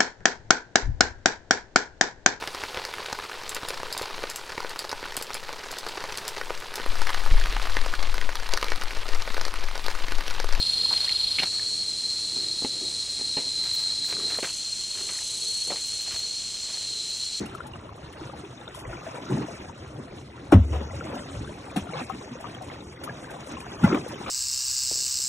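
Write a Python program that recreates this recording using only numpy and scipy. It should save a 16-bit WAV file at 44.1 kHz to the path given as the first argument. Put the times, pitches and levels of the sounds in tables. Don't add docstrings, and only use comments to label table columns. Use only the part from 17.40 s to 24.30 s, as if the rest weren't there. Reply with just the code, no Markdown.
import sys
import numpy as np
from scipy import signal
from scipy.fft import rfft, irfft, next_fast_len
from scipy.io import wavfile
from scipy.ndimage import uniform_filter1d

SR = 44100
rng = np.random.default_rng(int(sys.argv[2]) if len(sys.argv) > 2 else 0)


def invert_db(level):
    return 10 ** (np.asarray(level, dtype=float) / 20)


def file_out(sig):
    cols = np.atleast_2d(sig).T
    lim = np.clip(cols, -1, 1)
    pcm = np.round(lim * 32767).astype(np.int16)
    wavfile.write(sys.argv[1], SR, pcm)


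N = 304290

# start_s, level_db, t60_s at 1 kHz, tilt_db per octave
CRACKS = [
    (3.121, -18.5, 0.13, -6.5),
    (3.325, -41, 0.47, -5),
    (4.360, -33.5, 0.16, -1),
    (6.436, -30, 0.13, -2),
    (6.543, -26, 0.061, -4),
    (4.697, -42, 0.038, -2),
    (4.704, -42.5, 0.057, -4),
]
# start_s, peak_db,
# pitch_hz, t60_s, swell_s
HULL_MODES = [(3.12, -29, 1410, .04, .001), (3.122, -13.5, 760, 0.058, 0.00058),
              (3.1255, -1, 317, 0.057, 0.0012), (1.278, -33, 3610, 0.011, .001),
              (5.69, -35, 1650, 0.059, .006), (3.135, -8.5, 264, 0.13, 0.002), (3.163, -15, 240, .1, .006),
              (3.140, -8.5, 194, 0.16, 0.0038), (3.142, -2.5, 94, 0.16, 0.023),
              (3.175, -12.5, 72, 0.38, 0.0067), (3.300, -22, 74, 0.62, 0.027),
              (3.50, -31.5, 85, 0.44, 0.021), (1.445, -40, 47, 0.34, 0.046), (2.70, -48, 42.4, 0.13, 0.026),
              (4.697, -28.5, 770, 0.061, 0.0013), (4.360, -26, 731, 0.088, 0.0014),
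              (4.363, -19, 285, 0.053, 0.0018), (4.368, -17.5, 199, 0.074, 0.004),
              (6.429, -13.5, 199, 0.045, 0.008), (6.4415, -0.5, 197.4, 0.031, 0.0073),
              (6.435, -21.5, 1400, 0.056, 0.011), (6.4366, -24, 840, 0.092, 0.0058),
              (6.442, -27, 2030, 0.075, 0.0022), (6.456, -33, 115, .15, 0.0091),
              (3.11, -36, 850, .04, .003), (3.134, -20, 780, .05, .002), (3.133, -30, 2000, .03, .002),
              (6.5265, -11, 342, 0.021, 0.0036), (6.5435, -14, 301, .07, 0.0017)]
# start_s, peak_db, pitch_hz,
# left_right_db
FREE_BUBBLES = [(0.893, -30.5, 530, -4), (0.935, -30.5, 820, -12), (1.215, -35, 821, 0),
                (1.742, -27.5, 472, 2.0), (1.97, -28.5, 860, 1), (2.296, -31, 910, 3.0),
                (3.324, -30, 501, 9), (3.701, -31, 590, 1), (3.729, -25, 490, -2), (3.952, -31, 546, 0),
                (4.282, -35, 727, 6), (4.359, -30, 735, 0), (4.468, -29.5, 690, 3.0),
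                (4.697, -22, 1060, 6.0), (4.954, -28.5, 513, -2), (5.003, -32, 646, 3.5),
                (6.071, -31, 507, 1.5), (6.443, -20, 866, 1.0), (6.663, -24.5, 484, 2.0),
                (6.813, -30.5, 790, 11),
                (0.1496, -24.5, 1300, 2.0), (0.2049, -25, 1380, 7), (0.3356, -35.5, 2820, 0.0),
         (0.4913, -34.5, 1080, 8), (0.8974, -32, 1200, 6), (1.2795, -34, 1420, 16), (1.348, -33.5, 1020, 3),
         (1.4511, -35.5, 1980, 9), (1.5309, -29, 1400, 0.5), (3.1218, -13.5, 1420, 4),
         (3.5074, -35.5, 1980, 6), (3.6092, -24.5, 1380, -1.0), (3.7574, -37, 1610, 1.0),
         (4.0751, -33, 1560, 2.0), (4.4717, -36, 1380, 7), (4.4917, -31, 1360, 2.0),
         (4.5346, -29.5, 2220, 2), (5.0424, -28.5, 1190, 0.5), (5.2994, -34.5, 2090, -14),
         (5.636, -34.5, 1380, 3.0), (5.6755, -25.5, 1200, 14), (5.8436, -34, 1570, 8),
         (5.898, -33.5, 1570, 1.0), (6.2038, -35, 2420, -27), (6.4453, -21, 1450, -0.5),
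         (6.546, -19.5, 1220, -1), (6.8129, -41, 1710, 0.5), (6.8623, -30, 1250, -0.5),
                (0.0643, -38.5, 2770, -1.0), (1.1767, -43, 3610, 2.0), (1.2116, -43, 3640, 1.0),
         (1.3458, -42, 3200, 0.0), (1.5693, -36, 2370, 0.5), (2.7082, -44, 2330, 0.0),
         (3.3228, -41, 2970, 2), (4.0467, -41, 3460, 0.0), (4.2996, -38.5, 2370, -2.0),
         (4.3635, -34, 2680, -1.0), (4.5865, -35, 2250, -2.0), (4.6016, -33, 2640, -1.0),
         (4.6453, -40, 2220, -0.5), (5.0015, -43, 2280, 1.0), (5.1472, -38.5, 3200, 1.0),
         (5.3368, -39.5, 2520, 0.0), (5.4056, -41, 3690, -1.5), (5.5747, -41, 2020, 1.0),
         (5.7528, -45, 3730, -0.5), (6.1135, -45, 2440, -1.0), (6.1689, -38, 2740, -0.5),
         (6.317, -37, 3320, 2.0), (6.5231, -27, 2120, 2.5), (6.5445, -28.5, 2360, 4.5),
         (6.6119, -38, 2500, 0.0), (6.8628, -34, 2350, -2.0),
                (3.356, -31, 732, 1.5), (3.424, -33, 826, 2.5), (3.511, -35, 807, 0.5), (3.669, -33, 1150, 0.5),
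           (3.735, -30, 910, 0.0), (4.524, -31, 799, 3.5), (4.555, -30, 818, 7.0), (4.569, -27, 790, 4.5),
           (4.605, -30, 820, 4.0), (4.706, -28, 759, 4.0), (4.812, -38, 1100, 4.0), (4.877, -36, 875, 3.5),
           (5.053, -29, 1170, 4.0), (5.177, -42, 756, 4.0), (5.234, -36, 686, 1.0), (5.284, -39, 1010, 4.0),
           (5.299, -37, 816, 4.5), (5.387, -39, 818, 4.5), (5.696, -29, 1683, 5.0), (5.942, -34, 692, 3.0),
           (6.477, -21.5, 1090, 1.0), (6.502, -22, 1320, -0.5), (6.514, -26, 1360, 0.0),
           (6.527, -21, 1330, -1), (6.56, -27, 1180, 1.5), (6.574, -31, 1230, 1)]
# start_s, peak_db, pitch_hz, left_right_db
HELD_BUBBLES = [(0.258, -35, 862, 7.5), (1.498, -41, 654, 6), (1.617, -38, 1210, -5),
                (1.666, -25.5, 650, -4), (1.77, -32.5, 955, 2), (2.084, -30.5, 666, 6),
                (3.41, -28, 546, 13), (3.61, -30, 472, -4), (4.6977, -26.5, 1256, 3.5),
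                (5.041, -33, 960, 4.5), (5.211, -29.5, 740, 3.5), (6.1689, -31.5, 1050, 4),
                (6.524, -20.5, 501, -2)]
# start_s, peak_db, pitch_hz, t60_s
GULPS = [(0.005, -24, 197, 0.12), (6.562, -19, 330, .07), (0.814, -24.5, 312, 0.043),
         (1.033, -30.5, 397, 0.1), (1.53, -31, 335, 0.11), (1.901, -20, 196, 0.05),
         (1.929, -18.5, 138, 0.1), (1.97, -24, 195, 0.077), (1.998, -22, 127, 0.076),
         (2.028, -25, 284, 0.093), (2.578, -31, 117, 0.13), (3.407, -22.5, 214, 0.052),
         (3.755, -23.5, 250, 0.074), (3.998, -26.5, 176, 0.079), (4.49, -26.5, 170, 0.057),
         (4.558, -24.5, 144, 0.1), (4.611, -23, 246, 0.075), (4.735, -25, 236, 0.04),
         (4.911, -24.5, 236, 0.076), (6.135, -24.5, 236, 0.041), (6.505, -17.5, 382, 0.055)]
# start_s, peak_db, t60_s
DROPS = [(0.062, -27, 0.025), (0.151, -30.5, 0.035), (0.2698, -33.5, 0.044), (0.5591, -46.5, 0.055),
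         (0.728, -37.5, 0.036), (1.2785, -55, 0.045), (1.345, -38, 0.15), (1.39, -37, 0.11),
         (2.141, -48, 0.041), (3.12, -26, 0.051), (3.711, -48, 0.049), (3.755, -35.5, 0.04),
         (4.162, -44, 0.042), (4.365, -34, 0.049), (4.6967, -38, 0.048), (5.0095, -34, 0.043),
         (5.1474, -33, 0.019), (5.2225, -34.5, 0.039), (5.6387, -26.5, 0.062), (5.908, -33, 0.047),
         (6.068, -36, 0.04), (6.2038, -32.5, 0.045), (6.4383, -51, 0.045), (6.6836, -33, 0.057),
         (6.7396, -43, 0.045), (6.868, -52, 0.045)]
# pitch_hz, level_db per Hz
WATER_SPECTRUM = [(15, -50), (25, -34.5), (76, 3), (168, -5.5), (290, -6.5), (426, -13), (1360, -17.5),
                  (1850, -21.5), (3620, -28.5), (4690, -28), (6070, -30.5), (9400, -37), (11900, -54.5),
                  (15400, -89), (22000, -120)]
# pitch_hz, level_db, share of the wash's swing
CALM = [
    (75, -50.5, .2),
    (250, -46.5, 0.39),
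    (1003, -50.3, 0.49),
]
# crest_s, lift_db, length_s, pitch_hz
SLOSHES = [(0.0, 13, 0.061, 229), (.235, 3, 0.25, 643), (.496, 11.5, 0.37, 28.8), (.817, 5, .085, 2290),
           (1.488, 12.5, 0.097, 3080), (1.494, 24.5, 0.071, 35), (1.77, 7.5, 0.021, 636),
           (1.885, 9.5, .02, 1500), (1.953, 17.5, 0.072, 280), (2.035, 8.5, 0.037, 497),
           (2.581, 12, .039, 142), (3.305, 11.5, .038, 159), (3.337, 24, 0.023, 97),
           (3.345, 17.5, 0.035, 2240), (3.384, 8.2, 0.33, 64), (3.738, 9.2, 0.084, 605),
           (4.026, 16.5, 0.12, 97), (4.413, 6.5, 0.16, 116), (4.578, 12.5, 0.055, 1500),
           (4.743, 12, 0.018, 141), (5.125, 2, 0.14, 568), (5.32, 6.5, 0.016, 894),
           (5.691, 7.9, 0.034, 596), (5.942, 3.8, 0.056, 689), (6.294, 5.5, 0.094, 391),
           (6.47, 40, .021, 32), (6.51, 18, 0.082, 1730), (6.539, 17.5, 0.068, 227), (6.743, 6, .039, 454),
           (6.9, 15, .026, 792)]
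# centre_s, drop_db, length_s, pitch_hz
LULLS = [(0.236, 8, 0.041, 50), (0.4, 3, 0.049, 588), (1.11, 3.5, 0.022, 601), (1.269, 4, 0.17, 340),
         (1.63, 5.5, 0.17, 135), (2.496, 3, 0.052, 250), (2.85, 9.5, 0.075, 2027), (3.3, 5, 0.099, 896),
         (4.281, 8.1, 0.036, 109), (4.657, 9.9, 0.038, 599), (4.924, 7.9, 0.037, 87), (5.46, 8, 0.067, 888),
         (5.627, 1, 0.018, 199), (6.077, 5.2, 0.093, 97), (6.391, 8.5, 0.021, 546), (6.636, 4.6, 0.036, 75)]
# time_s, level_db
WASH = [(0.0, -54.5), (0.13, -64), (0.4, -66.5), (1.29, -61), (2.0, -56.2), (2.3, -63.5), (2.54, -65.5),
        (2.65, -62.5), (3.07, -64.5), (3.32, -57), (3.57, -58.5), (4.19, -58), (4.38, -61.5), (4.6, -55),
        (4.9, -61.5), (6.05, -59.5), (6.23, -57.5), (6.9, -56)]
# pitch_hz, width_hz, lift_db
HULL_COLOUR = [(126, 17.3, 4.5), (357, 82, 4), (665, 23.3, 1), (1380, 200, 0.5)]
# pitch_hz, level_db
SPREAD = [(60, -31), (200, -26), (350, -12), (620, -4), (1100, -1), (1500, -5.5), (2400, 0), (3500, -2),
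          (4700, 1), (5500, 4), (7600, 2), (9500, -1), (10800, 11), (11800, 0)]
# pitch_hz, half_width_hz, depth_db
SUM_DIPS = [(4640, 380, -36), (11500, 1700, -14)]
# pitch_hz, half_width_hz, depth_db
DIFFERENCE_DIPS = [(1850, 180, -14), (6450, 950, -30)]
# time_s, width_factor
DIP_WIDTH = [(0, 0.45), (.35, .8), (.75, .5), (1.3, 0.8), (1.45, 1.4), (1.7, 0.96), (2.3, 0.82),
             (3.05, 0.43), (3.25, 1.35), (3.75, 1.27), (4.0, .6), (4.5, 0.61), (5.0, 1.22), (5.3, 0.7),
             (5.57, 1.44), (6.15, .7), (6.3, 1.53), (6.9, 0.88)]
# pitch_hz, margin_db
SUM_GATE = [(1500, -13), (2600, -8.5), (6000, -8), (8000, -4), (9200, -1), (10200, 4), (11000, 10),
            (12000, 14)]
# pitch_hz, margin_db
DIFFERENCE_GATE = [(1500, -11), (3300, -8), (5000, -9), (8000, -6), (9500, -8), (11500, -7), (12000, -2)]

RISE_SHARE, REACH_OCTAVES = 1.12, 1.45
RING_S, RING_SHRINK, HELD_RING_S = 0.031, 0.3, 0.082
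UNDER_DB, WHIM_DB = 8, 4
CUTOFF_HZ = 11800


def knocks():
    out = np.zeros(N)
    t = np.arange(9000) / SR
    for s, db, t60, tilt_db in CRACKS:
        for octave in range(-1, 4):
            hz = 1000 * 2.0 ** octave
            octave_t60 = t60 * 2 ** (-0.2 * octave)
            fade = invert_db(db + tilt_db * octave - 60 * t / octave_t60) * (1 - np.exp(-t / 0.0047))
            noise = rms_one(rng.standard_normal(len(t)))
            crack = band(fade * noise, hz / np.sqrt(2), hz * np.sqrt(2))
            add(out, s, crack * invert_db(15 - 2.66 * octave))
    for s, db, hz, t60, swell_s in HULL_MODES:
        add(out, s, plop(db, hz, t60, swell_s, glide=0))
    return out


def bubbles():
    centre, lean = np.zeros(N), np.zeros(N)
    free = FREE_BUBBLES
    for rows, ring_s, shrink in (free, RING_S, RING_SHRINK), (HELD_BUBBLES, HELD_RING_S, 0):
        for s, db, hz, pan_db in rows:
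            t60 = ring_s * (1000 / hz) ** shrink
            ring = plop(db - 2.5, hz, t60, swell_s=0.00075, glide=0.052)
            add(centre, s, ring)
            add(lean, s, ring * np.tanh(pan_db / 17))
    for s, db, hz, t60 in GULPS:
        add(centre, s, plop(db - 6, hz, t60, swell_s=0.012, glide=0.12))
    return centre, lean


def plop(peak_db, hz, t60, swell_s, glide):
    t = np.arange(int(t60 * SR * 1.2) + 50) / SR
    shape = (1 - np.exp(-t / swell_s)) * invert_db(-60 * t / t60)
    phase = 2 * np.pi * hz * (t + glide * t * t / t60 / 2)
    return invert_db(peak_db) * shape / shape.max() * np.sin(phase)


def drops():
    out = np.zeros(N)
    t = np.arange(2000) / SR
    for (s, db, t60), noise in zip(DROPS, rng.standard_normal((len(DROPS), 2000))):
        fade = invert_db(db + 2 - 60 * t / t60) * (1 - np.exp(-t / 0.008))
        add(out, s - 0.004, fade * noise)
    return band(out, 2600, 13000)


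def froth(per_s, level_db, spread_db):
    lapping_db = stirring()[2]
    out = np.zeros((2, N))
    for when, pitch, size, life, side in rng.random((1200, 5))[:int(per_s * N / SR)]:
        hz = 480 * 2 ** (3.1 * pitch ** 1.2)
        db = lapping_db[int(when * N)] + level_db
        db = db - 3 * np.log2(hz / 1000) - spread_db * np.log(1 - 0.8 * size)
        ring = plop(db, hz, (14 + 36 * life) / hz, swell_s=0.0011, glide=0.055)
        add(out, when * N / SR, ring * [[1], [2 * side - 1]])
    return out


def water(patchy_db, grain_per_cycle, grain_db, size_db):
    levels = stirring()
    levels[3] = levels[3] + 3 + 0.24 * (levels[2] + 46.5)
    levels.insert(3, 0.53 * levels[2] + 0.44 * levels[3] - 3.5)
    edges = 28 * 2 ** np.arange(0, 8.9, 0.44)
    groups = np.zeros((5, 2, N))
    white = rng.standard_normal((2, 2, N))
    chance = rng.random((2, 2, N))
    sizes = invert_db(size_db * np.minimum(rng.exponential(1, (2, N)), 4)) * rng.choice([-1, 1], (2, N))
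    together = drift(9.0)
    for k, (low, high) in enumerate(zip(edges, edges[1:])):
        hz = np.sqrt(low * high)
        struck = np.roll(chance[k % 2], 1499 * k, axis=1) < grain_per_cycle * np.sqrt(hz) / SR
        grains = np.roll(sizes, 997 * k, axis=1) * struck
        mix = white[k % 2] + invert_db(grain_db) * rms_one(grains)
        gain = invert_db(at_hz(WATER_SPECTRUM, hz) + patchy_db * (0.49 * together + drift(28.6)))
        groups[np.searchsorted([130, 450, 2200, 4600], hz)] += gain * band(mix, low, high)
    return sum(invert_db(level + 1.5) * rms_one(g) for level, g in zip(levels, groups))


def stirring():
    t = np.arange(0, N + 64, 64) / SR
    wash_db = np.interp(t, *np.transpose(WASH))
    levels = []
    for hz, db, share in CALM:
        calm_db = db + share * (wash_db - wash_db.mean())
        lull_db = swell(LULLS, t, hz, 1).sum(axis=0)
        lift = 1 + np.sum(invert_db(swell(SLOSHES, t, hz, RISE_SHARE)) - 1, axis=0)
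        levels.append(calm_db - lull_db + 20 * np.log10(lift))
    return [np.interp(np.arange(N) / SR, t, level) for level in levels + [wash_db]]


def swell(rows, t, hz, rise_share):
    s, db, length, pitch = np.transpose(rows)[:, :, None]
    ago = (t - s) / (length * np.where(t < s, rise_share, 1))
    octaves = np.log2(pitch / hz) / REACH_OCTAVES
    return db * np.exp(-ago ** 2 - octaves ** 2)


def drift(rate):
    r = np.exp(-80 * np.pi * rate / SR)
    slow = signal.lfilter([1], [1, -2 * r, r * r], rng.standard_normal(N // 40 + 2002))[2000:]
    return np.interp(np.arange(N) / 40, np.arange(len(slow)), rms_one(slow))


def scattered(x, t60):
    t = np.arange(600) / SR
    tail = rng.standard_normal(len(t)) * invert_db(-60 * t / t60)
    tail[0] = 1.7
    return signal.fftconvolve(x, tail / np.linalg.norm(tail))[:N]


def wandering_dips(x, dips, sink, flutter_db, widen):
    hz, s, cells = signal.stft(x, SR, nperseg=1024)
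    at = np.minimum((s * SR).astype(int), N - 1)
    for one in dips:
        width = widen[at] * invert_db(flutter_db * drift(15.6)[at])
        cells = cells * dip(hz[:, None], [one], 1 - sink * (width - 1), width)
    return signal.istft(cells, SR, nperseg=1024)[1][:N]


def dip(hz, dips, shift=1, widen=1):
    total_db = 0
    for centre_hz, width_hz, db in dips:
        total_db = total_db + db * np.exp(-((hz - centre_hz * shift) / (width_hz * widen)) ** 2)
    return invert_db(total_db)


def rms_one(x):
    return x / np.sqrt(np.mean(x ** 2) + 1e-20)


def at_hz(points, hz):
    points_hz, level_db = np.transpose(points)
    return np.interp(np.log(hz), np.log(points_hz), level_db)


def band(x, low_hz, high_hz):
    return signal.sosfilt(signal.butter(2, [low_hz, high_hz], "band", fs=SR, output="sos"), x)


def add(out, s, piece):
    i = int(s * SR)
    out[..., i:i + piece.shape[-1]] += piece[..., :N - i]


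def scene():
    total, difference = (water(patchy_db=3.0, grain_per_cycle=3.0, grain_db=-4.5, size_db=2.5)
                         + froth(per_s=160, level_db=2.8, spread_db=3.5))
    centre, lean = bubbles()
    spits = drops()
    near = centre + spits + knocks()
    size = next_fast_len(N + 4096)
    hz = np.maximum(np.fft.rfftfreq(size, 1 / SR), 1)
    total, difference = rfft([total, difference], size) * dip(hz, HULL_COLOUR)
    dip_centres = [centre_hz for centre_hz, *_ in DIFFERENCE_DIPS + SUM_DIPS[:1]]
    swaps = np.sign(np.prod([centre_hz - hz for centre_hz in dip_centres], axis=0))
    difference = difference + (0.15 - 0.6j * swaps) * total
    difference = difference + invert_db(3.0) * rfft(scattered(near, t60=0.006), size)
    difference = irfft(difference * invert_db(at_hz(SPREAD, hz)), size)[:N]
    difference = wandering_dips(difference, DIFFERENCE_DIPS, sink=-0.06, flutter_db=3.0, widen=np.ones(N))
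    difference = difference + 0.5 * lean + 0.055 * band(near, 20, 260)
    widen = np.interp(np.arange(N) / SR, *np.transpose(DIP_WIDTH))
    total = irfft(total, size)[:N] + near
    total = wandering_dips(total, SUM_DIPS, sink=0.07, flutter_db=1.5, widen=widen)
    total = total + 0.4 * band(spits, 3900, 5300) + 0.2 * band(spits, 9500, 11800)
    return np.array([total + difference, total - difference])


def mute_weak_bands(x):
    hz, s, cells = signal.stft([x[0] + x[1], x[0] - x[1]], SR, nperseg=1024, noverlap=768)
    row, frame = np.arange(len(hz)) // 4, (np.arange(len(s)) + 3) // 4
    band_hz = hz[::4] + 85
    power = np.zeros((2, row[-1] + 1, frame[-1] + 1))
    np.add.at(power, (slice(None), row[:, None], frame), np.abs(cells) ** 2)
    level_db = 10 * np.log10(power + 1e-20)
    lately_db = uniform_filter1d(level_db[1, 44:56].mean(axis=0), 9)
    margin_db = [at_hz(SUM_GATE, band_hz), at_hz(DIFFERENCE_GATE, band_hz)]
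    usual_db = np.median(level_db - lately_db, axis=2) + margin_db
    whim = rms_one(uniform_filter1d(rng.standard_normal(level_db.shape), 2))
    judged_db = level_db + WHIM_DB * whim
    faint = judged_db < usual_db[..., None] + lately_db
    outdone = (judged_db < level_db[::-1] - UNDER_DB) & (band_hz[:, None] < 9000)
    muted = (faint | outdone) & (band_hz[:, None] > 1500)
    cells *= ~muted[:, row][:, :, frame]
    total, difference = signal.istft(cells, SR, nperseg=1024, noverlap=768)[1][:, :N] / 2
    return np.array([total + difference, total - difference])


def band_limit(x):
    return signal.sosfilt(signal.butter(12, 12010, fs=SR, output="sos"), x)


def record(dry):
    top = signal.ellip(8, 0.5, 70, CUTOFF_HZ, fs=SR, output="sos")
    rounded = 1.03 * np.tanh(dry / 1.093)
    mix = mute_weak_bands(signal.sosfilt(top, rounded))
    return band_limit(mix)


dry = scene()
out = record(dry)
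file_out(out)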